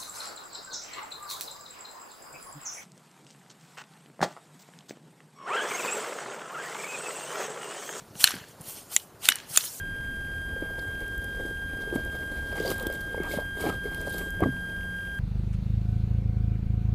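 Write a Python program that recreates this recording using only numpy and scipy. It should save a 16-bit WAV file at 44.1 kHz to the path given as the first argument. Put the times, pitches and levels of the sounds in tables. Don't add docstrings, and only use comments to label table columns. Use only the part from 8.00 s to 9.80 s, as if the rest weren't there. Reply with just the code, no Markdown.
import sys
import numpy as np
from scipy import signal
from scipy.fft import rfft, irfft, next_fast_len
from scipy.io import wavfile
from scipy.ndimage import uniform_filter1d, map_coordinates

SR = 44100
rng = np.random.default_rng(int(sys.argv[2]) if len(sys.argv) > 2 else 0)


def elevation(decibels):
    levels = np.asarray(decibels, float)
    return 10 ** (levels / 20)


def generate_wav(signal):
    frames = np.transpose(np.atleast_2d(signal))
    scaled = np.clip(frames, -1, 1) * 32767
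    pcm = np.round(scaled).astype(np.int16)
    wavfile.write(sys.argv[1], SR, pcm)


N = 79380


def unit(x):
    return x / np.sqrt(np.mean(x ** 2) + 1e-20)


def filtered(x, response):
    m = next_fast_len(len(x) + 8192)
    return irfft(rfft(x, m) * response(np.fft.rfftfreq(m, 1 / SR)), m)[:len(x)]


def colour(points):
    f, db = np.transpose(points)
    return lambda hz: elevation(np.interp(np.log(hz + 1), np.log(f + 1), db))


def body(peaks, centre_hz=4000, narrow_db=0):
    def response(f):
        total = 0
        for k, (hz, width, db) in enumerate(peaks):
            gain = elevation(db - narrow_db * np.log2(hz / centre_hz) ** 2)
            total = total + (-1) ** k * gain * 1j * f * width / (hz * hz - f * f + 1j * f * width)
        return total
    return response


def wobble(rate):
    return map_coordinates(rng.standard_normal(int(N * rate / SR) + 4), [np.arange(N) * rate / SR])


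def patchy(db):
    z = signal.stft(rng.standard_normal(N + 512), nperseg=256)[2]
    field = uniform_filter1d(uniform_filter1d(rng.standard_normal(z.shape), 4, 0), 8, 1)
    return unit(signal.istft(z * elevation(db * unit(field)), nperseg=256)[1][:N])


def add(track, s, sound):
    part = track[max(round(s * SR), 0):][:len(sound)]
    part += sound[:len(part)]


def ring(modes, unsteady=0.5):
    t = np.arange(SR // 3) / SR
    out = 0
    for hz, db, t60 in modes:
        drift = unsteady * np.cumsum(rng.standard_normal(len(t))) / np.sqrt(SR / 400)
        out = out + elevation(db + rng.normal(0, 1.8) - 60 * t / t60) * np.sin(2 * np.pi * hz * t + drift)
    return out


# f/Hz, level/dB (per Hz)
AIR_COLOUR = [(10, -40.5), (25, -14.5), (110, -3), (500, -4), (1000, -10), (1600, -14.5), (2600, -26.5),
              (6000, -28), (15500, -33)]


def air():
    return elevation(-53.5 + 0.89 * wobble(9.2)) * unit(filtered(patchy(1.0), colour(AIR_COLOUR)))


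# f/Hz, level/dB, t60/s
SHAFT_MODES = [(1420, -7.5, 0.1), (1673, -4, 0.58), (4330, -2, 0.065), (9000, 5, 0.044)]
SHAFT_UNSTEADY = 2.2
# f/Hz, level/dB (per Hz)
SCRAPE_COLOUR = [(410, -20.5), (700, -11.5), (1670, -11), (2730, -7.5), (3030, -5.5), (3730, -8.5),
                 (8430, -3.5), (14200, -7), (15500, -7)]
# start t/s, peak t/s, level/dB, fall/(dB/s), brightness/dB
SCRAPE_STROKES = [(-.05, .0, -58, 74.5, -6.5), (0.123, 0.174, -44, 148, -0.5), (0.18, 0.208, -28, 150, 2.5),
                  (0.188, 0.226, -32.5, 311.5, 4), (0.232, 0.248, -38.5, 104, -11),
                  (0.476, 0.484, -57, 195, 9.5), (0.581, 0.698, -38, 132.5, 2.5),
                  (0.68, 0.774, -45, 124.5, -1.5), (0.879, 0.927, -37, 197, -0.5),
                  (0.9, 0.947, -41.5, 302, 18.5), (1.2, 1.255, -29.5, 204, -2),
                  (1.277, 1.292, -37, 304, -10.5), (1.33, 1.36, -51.5, 86.5, -12),
                  (1.458, 1.502, -41, 49.5, 2.5), (1.479, 1.561, -29, 120.5, 0),
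                  (1.576, 1.653, -37, 189, 10), (1.602, 1.738, -44, -3, 8), (0.982, 1.02, -49.5, 256, 1)]
GRIT_PER_S, GRIT_SPREAD_DB, GRIT_DB = 2100, -6.5, -10
RISE_DB, STILL_DB, HUM_DB = 28, -63, -0.5
SPLIT_HZ = 4800


def slide():
    start, top, db, fall, tilt = np.array(SCRAPE_STROKES).T[:, :, None]
    t = np.arange(N) / SR
    swell = RISE_DB * ((top - t) / np.maximum(top - start, 0.005)) ** 1.24
    power = elevation(db - np.where(t < top, swell, fall * (t - top))) ** 2

    grains = (rng.random(N) < GRIT_PER_S / SR) * rng.standard_normal(N)
    grit = grains * elevation(GRIT_SPREAD_DB * np.minimum(rng.exponential(size=N), 2))
    hiss = patchy(3) + elevation(GRIT_DB) * unit(grit)
    hiss = unit(filtered(hiss, colour([(300, -62.0)] + list(SCRAPE_COLOUR))))

    def low(hz):
        return 1 / (1 + (hz / SPLIT_HZ) ** 4)

    def lean(share):
        return np.sqrt((power * elevation(share * tilt) ** 2).sum(axis=0) + elevation(STILL_DB) ** 2)

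    hum = filtered(hiss, body([(hz, 150, level) for hz, level, _ in SHAFT_MODES]))
    dull = filtered(hiss + elevation(HUM_DB) * hum, low)
    bright = filtered(hiss, lambda hz: 1 - low(hz))
    return dull * lean(-1.204) + bright * lean(0.49)


# t/s, level/dB (peak), f/Hz
HANDLING_THUDS = [(0.017, -44, 132), (0.104, -38, 125), (.156, -34.5, 183), (.338, -27.5, 277),
                  (.355, -32, 172), (0.37, -35, 140), (0.239, -35.5, 181), (.41, -37.5, 110),
                  (0.488, -43.5, 132), (0.603, -32, 147), (0.678, -38.5, 131), (1.106, -47.5, 95),
                  (1.142, -39.5, 108), (1.302, -38, 260), (1.504, -36.5, 118)]
THUD_CYCLES, THUD_FLOOR_HZ, THUD_ROUGH = 1.45, 68, 0.26
HANDLING_DB, HANDLING_HZ, HANDLING_SWING_DB = -66.5, 118, 2


def thuds():
    out, t = np.zeros(N), np.arange(SR // 8) / SR
    for s, db, hz in HANDLING_THUDS:
        u = t * hz / THUD_CYCLES
        push = np.sin(2 * np.pi * hz * t) * 6 * u * np.exp(-3 * u)
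        rough = unit(filtered(rng.standard_normal(len(t)), body([(hz, hz, 0)])))
        add(out, s, elevation(db) * (push + THUD_ROUGH * rough * 3 * u * np.exp(-1.5 * u)))
    rumble = unit(filtered(rng.standard_normal(N), lambda f: body([(HANDLING_HZ, 130, 0)])(f) ** 2))
    out = out + elevation(HANDLING_DB + HANDLING_SWING_DB * wobble(18)) * rumble
    return filtered(out, lambda f: (1j * f / (THUD_FLOOR_HZ + 1j * f)) ** 2)


# f/Hz, level/dB, t60/s
CLAW_MODES = [(2970, -3, 0.22), (2940, 1, 0.12), (3600, -24, 0.067), (9190, -5, 0.034)]
# f/Hz, width/Hz, level/dB
LINK_PEAKS = [(1180, 500, -7), (1623, 270, 2), (2300, 940, -6.5), (3100, 910, -2.5), (4250, 330, -2.5),
              (5000, 460, -7.5), (6080, 1700, -4), (8300, 1400, -3.5), (9900, 1260, 0.5), (12100, 2000, -4)]
# t/s, level/dB (peak), centre f/Hz, length/s
LINK_KNOCKS = [(0.154, -37, 2300, 0.0012), (.204, -29.5, 2010, 0.003), (0.235, -33, 1680, .001),
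               (0.2453, -20.5, 1600, .0015), (0.2537, -29.5, 2720, .0015), (0.259, -31, 4180, 0.00061),
               (0.271, -20, 8430, 0.0018), (0.2716, -19, 2624, .0012), (0.2748, -10, 3170, 0.0024),
               (0.286, -23.5, 1850, 0.001), (0.292, -19, 8940, 0.006), (0.299, -29, 1600, 0.0011),
               (0.3067, -23, 1000, 0.0011), (.307, -21, 5000, .001), (0.3101, -20.5, 9900, .0015),
               (.317, -23.5, 4300, 0.00092), (.319, -31.5, 1500, 0.0027), (0.34, -29, 1830, 0.0039),
               (0.354, -30, 8930, 0.0014), (.3655, -30, 1800, .002), (0.376, -43, 1600, 0.0013),
               (.387, -38, 1600, 0.00084), (.398, -42.5, 1680, 0.0025), (0.439, -41, 1600, 0.0017),
               (0.611, -33, 11300, 0.0045), (0.617, -32.5, 11000, 0.00058), (0.687, -27, 10000, 0.0013),
               (0.998, -33.5, 3740, 0.0049), (1.2554, -17, 2460, 0.0012), (1.255, -16, 5980, 0.0012),
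               (1.263, -36, 3000, .002), (1.288, -31, 1500, 0.00084), (1.29, -13.5, 1480, 0.0013),
               (1.3, -13, 9350, 0.005), (1.308, -24, 4470, .001), (1.3192, -16, 1990, 0.0011),
               (1.3215, -16.5, 3100, 0.0021), (1.353, -42, 1600, .001), (1.3567, -18, 9500, 0.0015),
               (1.365, -39, 9000, 0.00089), (1.366, -34.5, 1700, 0.00089), (1.386, -31.5, 2960, 0.0015),
               (1.401, -32.5, 2800, 0.0035), (1.5616, -16.5, 3560, .001), (1.5726, -21.5, 2800, .001),
               (1.606, -29, 3630, 0.0017), (1.609, -23, 3700, 0.0017), (1.639, -28, 2300, 0.0039),
               (1.657, -24, 9000, 0.003)]
RATTLE_DB, RATTLE_SHAFT_DB, RATTLE_RING_DB = 1, -29.5, -44.5
NARROW_DB = 5
STRIKE = 0.8


def rattles():
    out, t = np.zeros(N), np.arange(SR // 20) / SR
    for s, db, hz, length in LINK_KNOCKS:
        u = t / max(length, 0.0004)
        rub = np.exp(-u ** 2) * rng.standard_normal(len(t))
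        strike = STRIKE * np.sqrt(length * SR) * (t == 0)
        links, focus = body(LINK_PEAKS, hz, NARROW_DB), body([(hz, 1.6 * hz, 0)])
        knock = filtered(rub + strike, lambda f: links(f) * focus(f))
        add(out, s, elevation(db) * knock / np.abs(knock).max())
        claws = elevation(RATTLE_RING_DB) * ring(CLAW_MODES)
        shaft = elevation(RATTLE_SHAFT_DB) * ring(SHAFT_MODES, SHAFT_UNSTEADY)
        touch = elevation(db - NARROW_DB * np.log2(hz / 3000) ** 2)
        add(out, s, touch * (claws + shaft))
    return elevation(RATTLE_DB) * out


SLAM_TIMES = [
    .2412,
    .9643,
    1.2876,
    1.5743,
]
# level/dB (peak), hold/s, tail level/dB, shaft level/dB, claw level/dB
SLAM_BLOWS = [
    (4, 0.0014, -20, -36.5, -32),
    (-7.5, 0.00055, -12.5, -64, -36),
    (-2, 0.0011, -14.5, -40, -23.5),
    (-2, 0.00054, -16, -56.5, -45),
]
# f/Hz, width/Hz, level/dB
FIRST_OUT_MODES = [(897, 600, -26.5), (1650, 210, -3), (2720, 210, -12.5), (3180, 430, -11),
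                   (4274, 440, -3), (5000, 250, -19.5), (5480, 270, -12), (6360, 400, -11.5),
                   (7500, 240, -11), (8450, 900, -9), (10370, 1200, -9), (11200, 550, -15),
                   (11990, 460, -12), (13840, 750, -10.5)]
FIRST_BACK_MODES = [(2065, 180, -7), (2540, 130, -6), (2800, 270, -12), (3180, 450, -8.5),
                    (3830, 330, -5.5), (4300, 340, -18), (5870, 520, -8.5), (6700, 1900, -3.5),
                    (7210, 1200, -0.5), (8000, 440, -5), (9830, 1600, -13), (10500, 300, -14),
                    (11100, 300, -19), (13500, 600, -24.5)]
SECOND_OUT_MODES = [(1000, 1200, -16.5), (1600, 380, -3.5), (2150, 360, -6), (2645, 320, -4.5),
                    (3590, 440, -3.5), (4300, 500, -11.5), (6160, 270, -10.5), (6570, 220, -11.5),
                    (7520, 410, -5.5), (8230, 660, -6.5), (9180, 180, -7), (11000, 300, -7),
                    (11830, 600, -7), (14200, 470, -10.5)]
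SECOND_BACK_MODES = [(1360, 400, -12.5), (1810, 200, -8.5), (2586, 120, -6.5), (3610, 460, -5.5),
                     (4720, 200, -13), (5540, 440, -13), (6140, 250, -7.5), (7040, 870, 0), (7400, 450, -5),
                     (8600, 400, -11), (9970, 260, -5), (12300, 700, -10), (13010, 660, -10.5),
                     (14640, 300, -20)]
PUSH_LEVELS = [-26, -23.5, -26.5, -22]
PUSH_PITCHES = [687, 647, 788, 600]
SLAM_DB, CHATTER_DB, CRACK_DB = -1.5, 13.5, -15
TAIL_T60_S, LEAD_DB, LEAD_S = 0.032, -29, 0.003
THIN_HZ = 520


def slams():
    out, t = np.zeros(N), np.arange(SR // 8) / SR - LEAD_S
    modes = (FIRST_OUT_MODES, FIRST_BACK_MODES, SECOND_OUT_MODES, SECOND_BACK_MODES)
    for s, settings, peaks, push_db, push_hz in zip(SLAM_TIMES, SLAM_BLOWS, modes, PUSH_LEVELS, PUSH_PITCHES):
        db, hold, tail_db, shaft_db, claw_db = settings
        after = np.maximum(t - hold, 0)
        crack_and_tail = elevation(CRACK_DB - 60 * after / 0.0032) + elevation(tail_db - 60 * t / TAIL_T60_S)
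        shape = np.where(t < 0, elevation(LEAD_DB), crack_and_tail)
        chatter = elevation(CHATTER_DB) * filtered(shape * rng.standard_normal(len(t)), body(peaks))

        blow = np.zeros(len(t))
        for hz, width, level in peaks:
            gain = elevation(level) * 0.0016 / (hold + 0.33 / width)
            tone = np.sin(2 * np.pi * (hz * t + 0.38 * rng.random()))
            blow += (t > 0) * gain * tone * np.exp(-3.5 * width * after)
        blow = elevation(SLAM_DB) * filtered(blow, lambda hz: (1j * hz / (THIN_HZ + 1j * hz)) ** 2)

        push = elevation(push_db) * (t > 0) * np.sin(2 * np.pi * push_hz * t) * np.exp(-np.abs(t) * push_hz * 0.78)
        add(out, s - LEAD_S, elevation(db) * (blow + chatter + push))
        add(out, s, elevation(db + shaft_db) * ring(SHAFT_MODES, SHAFT_UNSTEADY))
        add(out, s, elevation(db + claw_db) * ring(CLAW_MODES))
    return out


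SQUEAK_S, SQUEAK_LEN_S, SQUEAK_HZ, SQUEAK_DB = 1.5638, 0.0075, 9190, -21


def squeak():
    t = np.arange(N) / SR - SQUEAK_S
    gate = uniform_filter1d(1. * (t > 0) * (t < SQUEAK_LEN_S), size=90)
    return elevation(SQUEAK_DB) * gate * np.sin(2 * np.pi * SQUEAK_HZ * t), gate


def scene():
    tone, gate = squeak()
    soft = (air() + slide() + thuds() + rattles()) * elevation(-25 * gate)
    mono = soft + slams() + tone
    return np.array([mono, mono])


DRIFT_DB, DRIFT_S, DRIFT_SHARE, DRIFT_FULL_S = -12, 0.2, 0.18, 0.145


def apart(x):
    times = np.array(SLAM_TIMES)[:, None]
    since = (np.arange(N) / SR - times) % 9
    on = uniform_filter1d(1. * ((since > 0.01) & (since < DRIFT_S)).any(axis=0), size=200)
    _, t, z = signal.stft(x * on, SR, nperseg=2048)
    blocks = np.repeat(rng.random((33, len(t))) < DRIFT_SHARE, 32, axis=0)[:len(z)]
    blocks = blocks | (np.abs(t - times - DRIFT_FULL_S) < 0.012).any(axis=0)
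    scattered = z * blocks * np.exp(2j * np.pi * rng.random(z.shape))
    return elevation(DRIFT_DB) * on * signal.istft(scattered, nperseg=2048)[1][:N]


def roll_off(x):
    return signal.sosfilt(signal.butter(12, 16510, fs=SR, output="sos"), x)


CLIP, KNEE = 0.93, 6
NOTCH_HZ, NOTCH_WIDTH_HZ, NOTCH_DEPTH = 7860, 80, 0.75
TOP_HZ, ABOVE_DB = 15300, -38


def record(dry):
    x = dry[0]
    cut = x / (1 + np.abs(x / CLIP) ** KNEE) ** (1 / KNEE) - x
    x = x + filtered(cut, lambda hz: 1 - 1 / (1 + (hz / THIN_HZ) ** 4))

    def capsule(hz):
        notch = 1 - NOTCH_DEPTH * np.exp(-((hz - NOTCH_HZ) / NOTCH_WIDTH_HZ) ** 2)
        return notch * np.where(hz < TOP_HZ, 1, elevation(ABOVE_DB))

    x = filtered(x, capsule)
    side = apart(x)
    mix = np.clip([x + side, x - side], -1, 1)
    return roll_off(mix)


dry = scene()
out = record(dry)
generate_wav(out)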